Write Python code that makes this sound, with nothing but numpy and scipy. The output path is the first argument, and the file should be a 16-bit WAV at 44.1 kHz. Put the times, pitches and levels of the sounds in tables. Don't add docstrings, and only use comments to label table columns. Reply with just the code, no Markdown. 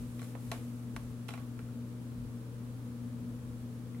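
import sys
import numpy as np
from scipy import signal
from scipy.fft import rfft, irfft
from scipy.io import wavfile
from scipy.ndimage import uniform_filter1d

SR = 44100
rng = np.random.default_rng(int(sys.argv[2]) if len(sys.argv) > 2 else 0)


def inscribe(sig):
    pcm = np.round(np.clip(np.atleast_2d(sig).T, -1, 1) * 32767)
    wavfile.write(sys.argv[1], SR, pcm.astype(np.int16))


N = 176400
TIME = np.arange(N) / SR


def undb(db):
    return 10 ** (np.asarray(db) / 20)


def unit(x):
    return x / np.sqrt(np.mean(x ** 2))


def unit_energy(x):
    return unit(x) / np.sqrt(x.shape[-1])


def pan(db):
    return undb(np.array([[db], [-db]]) / 2)


def decay(t, t60):
    return np.exp(-np.log(1000) * t / t60)


def curve(points, size):
    hz, value = np.array(points, float).T
    return np.interp(np.log(np.fft.rfftfreq(size, 1 / SR) + 1), np.log(hz), value)


def colour(x, points):
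    size = x.shape[-1]
    cepstrum = irfft(np.log(undb(curve(points, size))), size)
    cepstrum[1:size // 2] *= 2
    cepstrum[size // 2 + 1:] = 0
    return irfft(rfft(x) * np.exp(rfft(cepstrum)), size)


def waver(rate_hz):
    hold = int(SR / rate_hz)
    steps = rng.standard_normal(256)[np.arange(N) // hold % 256]
    return unit(uniform_filter1d(uniform_filter1d(steps, hold), hold))


# f/Hz, coherence (0-1)
COHERENCE = [(30, 1), (60, .92), (290, 0.88), (640, 0.66), (1400, 0.15), (3000, 0)]

def diffuse(size):
    mid, side = rfft(rng.standard_normal((2, size)))
    coherence = curve(COHERENCE, size)
    mid, side = mid * np.sqrt(1 + coherence), side * np.sqrt(1 - coherence)
    return unit(irfft(np.array([mid + side, mid - side]), size))


# t/s, relative level/dB
THUMP_ENVELOPE = [(0, 4), (.33, -8), (.5, 4), (.75, -5), (1.0, 9.5), (1.25, -7), (1.85, 2), (2.05, -8),
                  (2.2, 9.5), (2.4, -3), (2.9, -0.5), (3.25, -1), (3.43, 5), (3.65, -2), (4, -15)]

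def handling_thumps(rumble):
    swell_db = np.interp(TIME, *np.array(THUMP_ENVELOPE).T) + 2 * waver(6.8)
    return rumble * unit(undb(swell_db))


# f/Hz, relative level/dB
NOISE_SPECTRUM = [(20, -26), (33, -20), (40, 0), (46, 2), (75, -1.5), (105, 3.5), (155, -2), (280, -5.5),
                  (390, -11), (530, -10), (680, -19), (1200, -18.5), (2000, -26.5), (3400, -29),
                  (5000, -31.5), (7600, -32.5), (9500, -30.5), (12000, -34), (15700, -37)]
# f/Hz, bandwidth/Hz, rms level/dB
DUCT_MODES = [(184, 26, -59.5), (245.5, 49, -52), (322.7, 10, -65), (478, 23.6, -65)]

def fan_air_and_thumps(noise_db=-50.5, crossover_hz=111):
    f = np.fft.rfftfreq(N, 1 / SR) + 1
    noise = undb(noise_db) * unit(colour(diffuse(N), NOISE_SPECTRUM))
    rumble = irfft(rfft(noise) / (1 + (f / crossover_hz) ** 4), N)
    hiss = noise - rumble
    duct = 0
    for hz, width, db in DUCT_MODES:
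        resonance = 1 / (1 + (2 * (f - hz) / width) ** 2)
        duct += undb(db) * unit(irfft(rfft(diffuse(N)) * resonance, N))
    return (handling_thumps(rumble) + duct) * pan(1.3) + hiss


# f/Hz, rms level/dB, left-right/dB, modulation depth
HUM_PARTIALS = [(120.3, -44.5, 4, 0.025), (238.9, -47.5, 3.5, 0.17), (441.3, -68, -0.5, 0.4),
                (606.5, -75, 9, 0.21)]

def fan_motor():
    hum = 0
    for hz, db, pan_db, depth in HUM_PARTIALS:
        modulation = 1 + depth * (waver(14) + 1j * waver(14))
        carrier = np.exp(2j * np.pi * (hz * TIME + rng.random()))
        hum += undb(db) * pan(pan_db) * unit(np.real(modulation * carrier))
    return hum


# t/s, level/dB
RUSTLE_ENVELOPE = [(0, -60), (.06, -63.5), (.16, -63.5), (.25, -60), (.37, -66), (.47, -60), (.59, -60.5),
                   (.72, -65.5), (.92, -69), (1.05, -66), (1.22, -70), (1.38, -65.5), (1.55, -71)]
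# f/Hz, relative level/dB
RUSTLE_SPECTRUM = [(1000, -8), (2500, -1.5), (5000, -5.5), (8000, -1), (11500, 0), (16000, -10)]

def rustle():
    rubbing = unit(colour(diffuse(N), RUSTLE_SPECTRUM))
    level_db = np.interp(TIME, *np.array(RUSTLE_ENVELOPE).T) + 0.91 * waver(40)
    return rubbing * undb(level_db)


# f/Hz, relative level/dB
CRACK_SPECTRUM = [(150, -48), (400, 0), (1100, 5.5), (1750, 1), (2300, 0.5), (4000, -6), (5000, -9),
                  (7500, -10.5), (11500, -11), (16000, -27)]

def burst(envelope):
    return unit_energy(colour(diffuse(len(envelope)), CRACK_SPECTRUM) * envelope)


def tiled_room(t, stretch, build_s=0.0083, early_t60=0.16, late_t60=0.42):
    build = 1 - np.exp(-t / build_s)
    early = undb(-5.5) * burst(build * decay(t, early_t60 * stretch))
    late = undb(-7) * burst(build * decay(t, late_t60))
    return early + late


# f/Hz, relative level/dB, nominal T60/s
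CASE_MODES = [(338, -8, 0.072), (440, -1.5, 0.03), (683, -4, 0.049), (843, -5.5, 0.077), (1109, -1, 0.084),
              (1394, -1, 0.044), (2037, -2, 0.013), (2374, -6.5, 0.067), (2620, -5, 0.034),
              (3490, -17, .04), (4060, -7, 0.047), (5720, -9.5, 0.0073), (7720, -9, 0.0071),
              (8960, -6, .018), (11100, -16, .015)]

def case_response(t, stretch, detune=0.01, rise_cycles=2.6, right_lag_s=0.00004):
    t = np.maximum(t - np.array([[0], [right_lag_s]]), 0)
    response = 0
    for k, (hz, db, t60) in enumerate(CASE_MODES):
        hz *= 1 + detune * rng.standard_normal()
        rise = 1 - np.exp(-t * hz / rise_cycles)
        mode = np.sin(2 * np.pi * hz * t) * rise * decay(t, t60 * stretch)
        response += (-1) ** k * undb(db) * unit_energy(mode)
    return response


def panel(x, hz, lift_db, relative_bandwidth=0.17):
    b, a = signal.iirpeak(hz, 1 / relative_bandwidth, fs=SR)
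    return x + (undb(lift_db) - 1) * signal.lfilter(b, a, x)


def slip(grate_s, stretch, crack_s=0.0033, size=32768):
    t = np.arange(size) / SR
    force = undb(-7) * unit_energy(rng.standard_normal(size) * np.exp(-t / grate_s))
    force[0] += 1
    ring = unit_energy(signal.fftconvolve(case_response(t, stretch), force[None])[:, :size])
    crack = undb(-2) * burst(np.exp(-t / crack_s) * (1 - np.exp(-t / grate_s)))
    return ring + crack + tiled_room(t, stretch)


# t/s, relative level/dB, clunk gain/dB, snap gain/dB, grating time constant/s,
# left-right/dB, panel f/Hz, panel lift/dB, stretch factor of the ring time
SLIPS = [(0.193, -15.5, 0, -1.5, .0005, -1, 3620, 11.5, .5), (0.217, -15, 3, 5, .0006, -1, 1680, 6.5, .6),
         (0.228, -16, -2, 3, .001, -2, 1500, 3, .8), (0.243, -20, -9, 8, .001, 0, 9500, 4, .8),
         (0.351, -13.5, 7.5, -14, 0.00059, -7, 875, 6, 0.23),
         (.5155, 1.5, -1.5, 1.5, 0.001, -0.5, 670, 10, 0.92),
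         (0.9635, -6, 3.5, 1, 0.00045, -0.5, 1550, 3, 0.26),
         (1.2830, -16, -6, 7.5, 0.0027, -9, 3300, 9, 1.1), (1.2879, -6.5, 4, 1, 0.0007, -3, 3220, 7, 0.89),
         (1.306, -15.5, 8, 5, .002, 2, 1200, 3, 0.92), (1.337, -8.5, 4, -1.5, 0.0012, -3, 2410, 4.5, 0.81),
         (1.376, -12.5, 2, -4, .003, -3, 1500, 4, 2.2), (1.5907, -14, 0, -6, 0.00038, -1, 1500, 7, 1.1),
         (1.6860, -32, 6, -12, .001, 0, 1400, 12, 1), (3.9460, -22, -7, -17, 0.0009, 0, 1950, 7.5, .8)]

def bathroom_scale(gain_db=-14.5, clunk_hz=610, middle_hz=1900, snap_hz=7000):
    track = np.zeros((2, N + SR))
    for start, db, clunk_db, snap_db, grate_s, pan_db, panel_hz, lift_db, stretch in SLIPS:
        balance = [(clunk_hz, clunk_db), (middle_hz, 0), (snap_hz, snap_db)]
        click = colour(slip(grate_s, stretch), balance)
        click = panel(click, panel_hz, lift_db)
        onset = int(start * SR)
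        track[:, onset:onset + click.shape[1]] += click * undb(gain_db + db) * pan(pan_db)
    return track[:, :N]


def scene():
    return bathroom_scale() + fan_motor() + fan_air_and_thumps() + rustle()


def record(dry, whine_hz=15734, cutoff_hz=15950):
    whine = undb(-89) * unit(np.sin(2 * np.pi * whine_hz * TIME))
    lowpass = signal.ellip(10, .2, 70, cutoff_hz, fs=SR, output="sos")
    return signal.sosfilt(lowpass, dry + whine)


dry = scene()
out = record(dry)
inscribe(out)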